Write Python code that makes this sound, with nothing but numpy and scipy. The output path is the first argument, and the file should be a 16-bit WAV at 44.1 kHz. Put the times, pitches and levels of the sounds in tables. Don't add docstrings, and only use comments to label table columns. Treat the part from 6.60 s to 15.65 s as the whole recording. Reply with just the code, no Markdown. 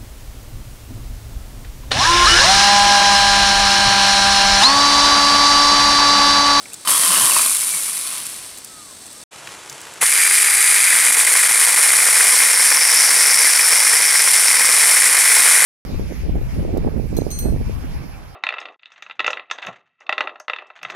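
import sys
import numpy as np
from scipy import signal
from scipy.fft import rfft, irfft
from scipy.io import wavfile
from scipy.ndimage import uniform_filter1d, minimum_filter1d

SR = 44100
rng = np.random.default_rng(int(sys.argv[2]) if len(sys.argv) > 2 else 0)


def to_wav(s):
    ch = np.atleast_2d(s).T
    pcm = np.round(np.clip(ch, -1, 1) * 32767)
    wavfile.write(sys.argv[1], SR, pcm.astype(np.int16))


def gain_from_db(level_db):
    decades = np.asarray(level_db, float) / 20
    return 10 ** decades


N = 399105
T = np.arange(N) / SR
CUT_S = 2.638
NEAR_ON_S, NEAR_RISE_S, JOLT_S = 3.408, .0061, 3.43
TOUCH_S, SUNK_S = 4.29, 4.58

# time in seconds, turns per second in Hz.
SHAFT_SPEED = [(3.49, 394), (3.57, 408.5), (4.2, 405.5), (4.55, 391), (5.1, 382), (5.2, 374), (5.65, 373),
               (5.85, 381), (6.3, 376), (7.6, 379), (8.0, 373), (9.05, 372)]


def level(x, db):
    return x * gain_from_db(db) / np.sqrt(np.mean(x ** 2))


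def ramp(start, end):
    return np.clip((T - start) / (end - start), 0, 1)


def bump(centre, width):
    return np.exp(-((T - centre) / width) ** 2)


def along(table):
    return np.interp(T, *np.transpose(table))


def tone(hz):
    return np.sin(2 * np.pi * np.cumsum(hz) / SR)


def walk(rate):
    k = int(SR / rate)
    steps = np.repeat(rng.standard_normal(N // k + 1), k)[:N]
    return level(uniform_filter1d(uniform_filter1d(steps, k), k), 0)


def decay(x, t60):
    return signal.lfilter([1], [1, -np.exp(-np.log(1000) / (max(t60, 1e-4) * SR))], x)


def colour(x, points):
    hz, db = np.transpose(points)
    size = 4096
    f = np.maximum(np.arange(size // 2 + 1) * SR / size, 1)
    cepstrum = irfft(np.interp(np.log(f), np.log(hz), db) * np.log(10) / 20)
    cepstrum[1:size // 2] *= 2
    cepstrum[size // 2 + 1:] = 0
    response = irfft(np.exp(rfft(cepstrum)))[:size // 2]
    return signal.oaconvolve(x, response)[:N]


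def knocks(per_s, spread_db, t60):
    when = rng.random(N)
    size = np.minimum(rng.exponential(size=N), 4)
    blows = np.clip((per_s / SR - when) * SR / 40, 0, 1) * gain_from_db(spread_db * size)
    swelling = decay(blows, t60)[::-1]
    return level(decay(swelling, 0.71 * t60)[::-1], 0)


def part(envelope, points, wobble_db=.5):
    x = envelope * rng.standard_normal(N) * gain_from_db(wobble_db * walk(12))
    return level(colour(x, points), 0)


def moving_band(envelope, hz, width):
    t60 = np.log(1000) / (np.pi * width)
    noise = rng.standard_normal(N) + 1j * rng.standard_normal(N)
    slow = decay(decay(envelope * noise, t60), t60)
    return level(np.real(slow * np.exp(2j * np.pi * np.cumsum(hz) / SR)), 0)


def insects():
    # pitch in Hz, wander in Hz, level in dB.
    songs = [(3660, 6, -52), (4275, 8, -55), (4370, 10, -54)]
    chorus = sum(gain_from_db(db + walk(20)) * tone(hz + width * walk(30)) for hz, width, db in songs)
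    quiet_db = -25
    return chorus * gain_from_db(quiet_db * (1.5 - ramp(1.95, 2.15)))


def garden():
    # frequency in Hz, level in dB per Hz.
    far_colour = [(15, -35), (25, -11), (306, -4), (390, -6.5), (3100, -12), (3550, -7.5), (3850, -8),
                  (4400, -7), (7150, -9), (7960, -1.5), (8870, -4), (13600, -20.5), (15600, -25)]
    # frequency in Hz, level in dB per Hz.
    near_colour = [(25, -26), (60, -15), (140, -4.5), (275, -10), (314, -4), (950, -2.5), (3190, -7),
                   (4520, -10.5), (7960, -8), (11000, -14), (15600, -38)]
    rustle = knocks(360, 2.2, 0.0058) * 0.28 + 1
    far = level(part(rustle, far_colour), -39.5)
    near = level(part(rustle, near_colour), -38)
    near = near * np.where(T > JOLT_S, gain_from_db(-10), 1)
    return np.where(T < CUT_S, far + insects(), near)


def thumps():
    # time in seconds, pitch in Hz, peak in dB.
    knock_table = [(.635, 130, -35.5), (1.15, 175, -42), (3.13, 140, -45), (.5, 187, -33), (3.43, 190, -49),
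                   (4.35, 245, -47), (4.5, 246, -45), (5.3, 150, -51)]
    return sum(gain_from_db(db) * bump(s, 0.022) * np.sin(2 * np.pi * hz * T) for s, hz, db in knock_table)


def twigs():
    # time in seconds, peak in dB, ring in Hz, crack in dB against the peak.
    snap_table = [(0.0563, -26, 2110, -12), (0.1334, -17, 8900, -8), (0.1414, -19, 7300, -5),
                  (0.2523, -28, 6480, -12), (0.2574, -24, 10500, -13), (1.6664, -14.5, 8580, -6),
                  (1.9749, -22, 7940, -9), (1.9844, -21.5, 9270, -9), (2.0462, -17, 9370, -10),
                  (2.0894, -30, 4510, -6), (2.4653, -26, 8030, -8), (2.5282, -27, 8280, -6),
                  (2.7344, -39, 1890, -3), (2.8729, -21.5, 2320, -10), (2.8894, -35, 2870, -6),
                  (2.9194, -35, 1910, -6), (3.0969, -20, 5910, -10), (3.1064, -30, 9220, -6),
                  (3.1268, -25, 6200, -7), (3.2044, -31, 5190, -4), (3.2146, -25, 7600, -8),
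                  (3.2525, -33, 2260, -6), (3.2685, -31, 1550, 0), (3.3374, -25, 7770, -9)]
    size = 900
    out, t = np.zeros(N + size), np.arange(size) / SR
    for s, db, hz, crack_db in snap_table:
        noise = rng.standard_normal((2, size))
        ring = signal.lfilter(*signal.iirpeak(hz, 3.5, fs=SR), noise[0] * np.exp(-t / .0032))
        crack = uniform_filter1d(np.diff(noise[1], prepend=0), size=4) * np.exp(-t / .0012)
        snap = ring / abs(ring).max() + gain_from_db(crack_db) * crack / abs(crack).max()
        i = int(s * SR)
        out[i:i + size] += gain_from_db(db) * snap
    return out[:N]


def whistles():
    # start in seconds, length in seconds, first pitch in Hz, last pitch in Hz, peak in dB.
    glide_table = [
        (.105, .04, 1900, 3100, -45),
        (2.06, .29, 1330, 990, -46),
        (2.52, .14, 1080, 1290, -54),
        (1.04, .19, 2300, 2090, -37),
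        (3.412, .04, 600, 1400, -29),
    ]
    out, flutter = 0, gain_from_db(1.5 * walk(60) - 2)
    for s, length, first_hz, last_hz, db in glide_table:
        way = ramp(s, s + length)
        swell = np.sin(np.pi * way)
        hz = first_hz + (last_hz - first_hz) * way + .05 * first_hz * swell
        out = out + np.sqrt(2) * gain_from_db(db) * swell * flutter * tone(hz)
    return out


def far_levels():
    # time in seconds, pressure in dB.
    pressure_table = [(.274, 1.5), (.405, -3), (.425, 2.5), (.77, 1), (.89, -7.5), (.95, -14),
                      (1.35, -16.5), (1.52, -11), (1.8, -19)]
    # level in dB, drop while spinning up in dB, share of pressure, power of chain speed.
    far_parts = [
        (-14, -10.5, 0.17, 1.43),
        (-23, -11, 0.34, 0.83),
        (-25, -12, 0.97, .7),
        (-41.5, -11, 1.2, .15),
    ]
    on_s, bite_s, let_go_s, rest_s = .25, .2715, .8, 2.12
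    pressure = along(pressure_table)
    speed = 1 - ramp(let_go_s, rest_s)
    idle = 1 - ramp(bite_s, bite_s + .002)
    on = ramp(on_s - .001, on_s + .001)
    gains = [on * gain_from_db(db + drop_db * idle + share * pressure) * speed ** power
             for db, drop_db, share, power in far_parts]
    slack = 1 - ramp(bite_s, bite_s + .023)
    gains[0] = gains[0] * gain_from_db(-6 * slack)
    squeal_db = -31 + .6 * pressure - 1.5 * ramp(.56, let_go_s)
    return gains + [(1 - idle) * speed * gain_from_db(squeal_db)]


def vine_squeal(teeth):
    # time in seconds, pitch in Hz.
    pitch_table = [(.28, 3200), (.325, 2950), (.37, 3450), (.47, 2950), (.6, 2800), (.67, 3200),
                   (.72, 2600), (1.1, 2200), (1.65, 2600)]
    # multiple of the squeal pitch, level in dB.
    partners = [(.58, -5), (1, 1), (1.75, -6)]
    pitch, width_hz = along(pitch_table), 380
    return sum(gain_from_db(db) * moving_band(teeth, k * pitch * (1 + .05 * walk(30)), width_hz) for k, db in partners)


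def far_saw():
    # frequency in Hz, level in dB per Hz.
    links_colour = [(600, -40), (3000, -23.5), (6700, -10.5), (9300, 0.5), (11000, -4), (13500, -16.5),
                    (15600, -24)]
    # frequency in Hz, level in dB per Hz.
    housing_colour = [(300, -21.5), (1200, -8), (1750, -6), (2050, -4), (2900, -3.5), (4400, -2),
                      (6000, -5.5), (9000, -28)]
    # frequency in Hz, level in dB per Hz.
    vine_colour = [(350, -25.5), (670, -7.5), (800, -16.5), (1040, 4.5), (1200, -1), (1350, -4),
                   (1550, -10), (2500, -20.5)]
    # frequency in Hz, level in dB per Hz.
    trunk_colour = [(60, -41), (110, -10), (190, -1), (250, 0.5), (330, 0), (450, -5), (900, -30)]
    links, housing, vine, trunk, strain = far_levels()
    chain, teeth = knocks(1500, 3.0, .002), knocks(900, 2.5, .004)
    out = strain * vine_squeal(teeth)
    out += links * part(chain + 1.4, links_colour)
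    out += gain_from_db(-1.5) * housing * part(chain + 0.22 * teeth + 1.2, housing_colour)
    out += vine * part(teeth + 0.33 * chain, vine_colour, .3)
    out += trunk * part(teeth + 0.55, trunk_colour, 1.5)
    return out


def motor():
    # multiple of the shaft speed, level in dB.
    hum_table = [(1, -1), (2, 0), (3, 7)]
    turn = 2 * np.pi * np.cumsum(along(SHAFT_SPEED) * (1 + .0008 * walk(30))) / SR
    at_speed, load = ramp(3.49, 3.54), ramp(4.17, 4.33)
    whine_gain = at_speed * gain_from_db(-32 - 6 * load)
    hum_gain = at_speed * gain_from_db(-47 - 13 * load)
    whine = whine_gain * gain_from_db(1.2 * walk(40)) * np.sin(12 * turn)
    hum = hum_gain * sum(gain_from_db(db) * np.sin(k * turn) for k, db in hum_table)
    return np.sqrt(2) * (whine + hum)


def near_levels():
    # time in seconds, push in dB.
    push_table = [(3.41, -4.5), (3.45, -1.5), (3.6, -0.5), (4.3, 1), (4.6, -.3), (5.6, 0.05), (7.6, -0.57),
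                  (8.4, 0.4), (9.0, 3)]
    # running free in dB, cutting in dB, jolt in dB, share of push.
    near_parts = [
        (-14, -14, 1, 0.67),
        (-21, -20.5, 4.5, 1.04),
        (-37.5, -30.5, 16, 0.97),
    ]
    skip_times = [4.513, 4.563, 4.637, 4.66, 4.881, 4.99, 5.062, 5.156]
    on, contact = ramp(NEAR_ON_S, NEAR_ON_S + NEAR_RISE_S), ramp(TOUCH_S, SUNK_S)
    jolt, push = bump(JOLT_S, .011), along(push_table)
    gains = [on * gain_from_db(free_db + (cut_db - free_db) * contact + jolt_db * jolt + share * push)
             for free_db, cut_db, jolt_db, share in near_parts]
    since = T - 6.34
    kerf_db = np.where(since < 0, -18 + 9 * since, np.maximum(-18 - 2.5 * since, -25))
    gains.append(contact * uniform_filter1d(gain_from_db(kerf_db), size=20000))
    sprocket = np.cumsum(along(SHAFT_SPEED)) / 8 / SR % 1
    skips = sum(bump(s, .005) for s in skip_times)
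    unevenness = gain_from_db(-5.5 * skips + .7 * (1 - 2 * sprocket))
    return [unevenness * g for g in gains]


def snagging_teeth():
    # time in seconds, peak in dB.
    catch_table = [(4.327, -11), (4.57, -8), (4.672, -5), (4.752, -8), (4.784, -9), (4.909, -5.5),
                   (5.072, -12), (5.134, -14), (5.228, -14), (5.387, -13), (5.608, -3), (5.642, -6),
                   (5.802, -9), (5.835, -10), (6.116, -6), (6.174, -10), (6.335, -14), (6.872, -14),
                   (6.994, -3), (7.126, -9), (7.158, -5), (7.332, -7), (7.598, -5), (7.674, -6),
                   (8.018, -8), (8.177, -6), (8.228, -18), (8.461, -8), (8.718, -13), (9.023, -12)]
    snags = np.zeros(N)
    for s, db in catch_table:
        snags[int(s * SR)] = gain_from_db(db + 18.0)
    return decay(snags, 0.02)


def near_saw():
    # frequency in Hz, level in dB per Hz.
    links_colour = [(1000, -47), (2900, -13.5), (4500, -13.5), (6400, -11), (8000, -5), (9600, 1),
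                    (11000, -7), (13000, -16.5), (15600, -34)]
    # frequency in Hz, level in dB per Hz.
    bar_colour = [(400, -38), (700, -26), (1200, -13), (1600, -5), (1850, -2.5), (2080, 0.5), (2300, -2),
                  (2500, -4.5), (2800, -23), (4000, -31.5)]
    # frequency in Hz, level in dB per Hz.
    wood_colour = [(60, -49), (140, -20), (200, -21.5), (260, -11), (350, -16.5), (460, -3), (600, -6),
                   (1000, 1.5), (1400, -2), (2500, -15)]
    # frequency in Hz, level in dB per Hz.
    kerf_colour = [(3500, -38), (4700, -7), (5400, 2.5), (6000, -5), (7000, -28.5)]
    links, bar, wood, kerf = near_levels()
    chain, teeth = knocks(1500, 3.0, .002), knocks(900, 2.5, .004)
    snags = snagging_teeth()
    undamped = ramp(NEAR_ON_S, NEAR_ON_S + NEAR_RISE_S) * (1 - ramp(TOUCH_S, SUNK_S))
    out = gain_from_db(-27) * undamped * moving_band(teeth + chain, np.full(N, 2300), 600)
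    out += gain_from_db(1.4) * links * part(chain + 1.0, links_colour)
    out += gain_from_db(0.7) * bar * part(teeth + 1.1 * chain + .5 + 0.98 * snags, bar_colour, 0.22)
    out += gain_from_db(3.0) * wood * part(teeth + 0.55 + 0.78 * snags, wood_colour, 0.45)
    out += gain_from_db(-0.5) * kerf * part(teeth + 0.72 * chain + 0.2, kerf_colour, 0.32)
    return out


def scattered_side(mid):
    # frequency in Hz, side against middle in dB.
    far_side = [(60, -23), (110, -19), (200, -17), (380, -16), (700, -14), (1290, -25), (2380, -16.5),
                (4400, -14.5), (8120, -19.5), (15000, -30)]
    # frequency in Hz, side against middle in dB.
    near_side = [(60, -28), (200, -24), (380, -18), (700, -24), (1290, -22.5), (2380, -15), (4400, -18),
                 (8120, -16), (11500, -31.5), (15000, -38)]
    scatter = rfft(rng.standard_normal(2048) * np.exp(-np.arange(2048) / SR / .003))
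    late = signal.oaconvolve(mid, irfft(scatter / abs(scatter)))[:N]
    band = signal.butter(1, [3500, 11000], "band", fs=SR, output="sos")
    left_lean = .024 * signal.sosfilt(band, mid)
    return np.where(T < CUT_S, colour(late, far_side), colour(late, near_side)) + left_lean


def scene():
    mid = garden() + thumps() + twigs() + whistles() + motor() + far_saw() + near_saw()
    side = scattered_side(mid)
    back_s, fade_s = 2.709, .022
    gate = np.where(T < CUT_S, 1, ramp(back_s, back_s + fade_s))
    return gate * np.array([mid + side, mid - side])


def top_cut(x):
    return signal.sosfilt(signal.butter(12, 15760, fs=SR, output="sos"), x)


def record(dry):
    room = np.minimum(1, .9 / (abs(dry).max(0) + 1e-9))
    gain = uniform_filter1d(minimum_filter1d(room, size=41), size=41)
    low_pass = signal.ellip(10, .2, 70, 15750, fs=SR, output="sos")
    mix = signal.sosfilt(low_pass, dry * gain)
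    return top_cut(mix)


dry = scene()
out = record(dry)
to_wav(out)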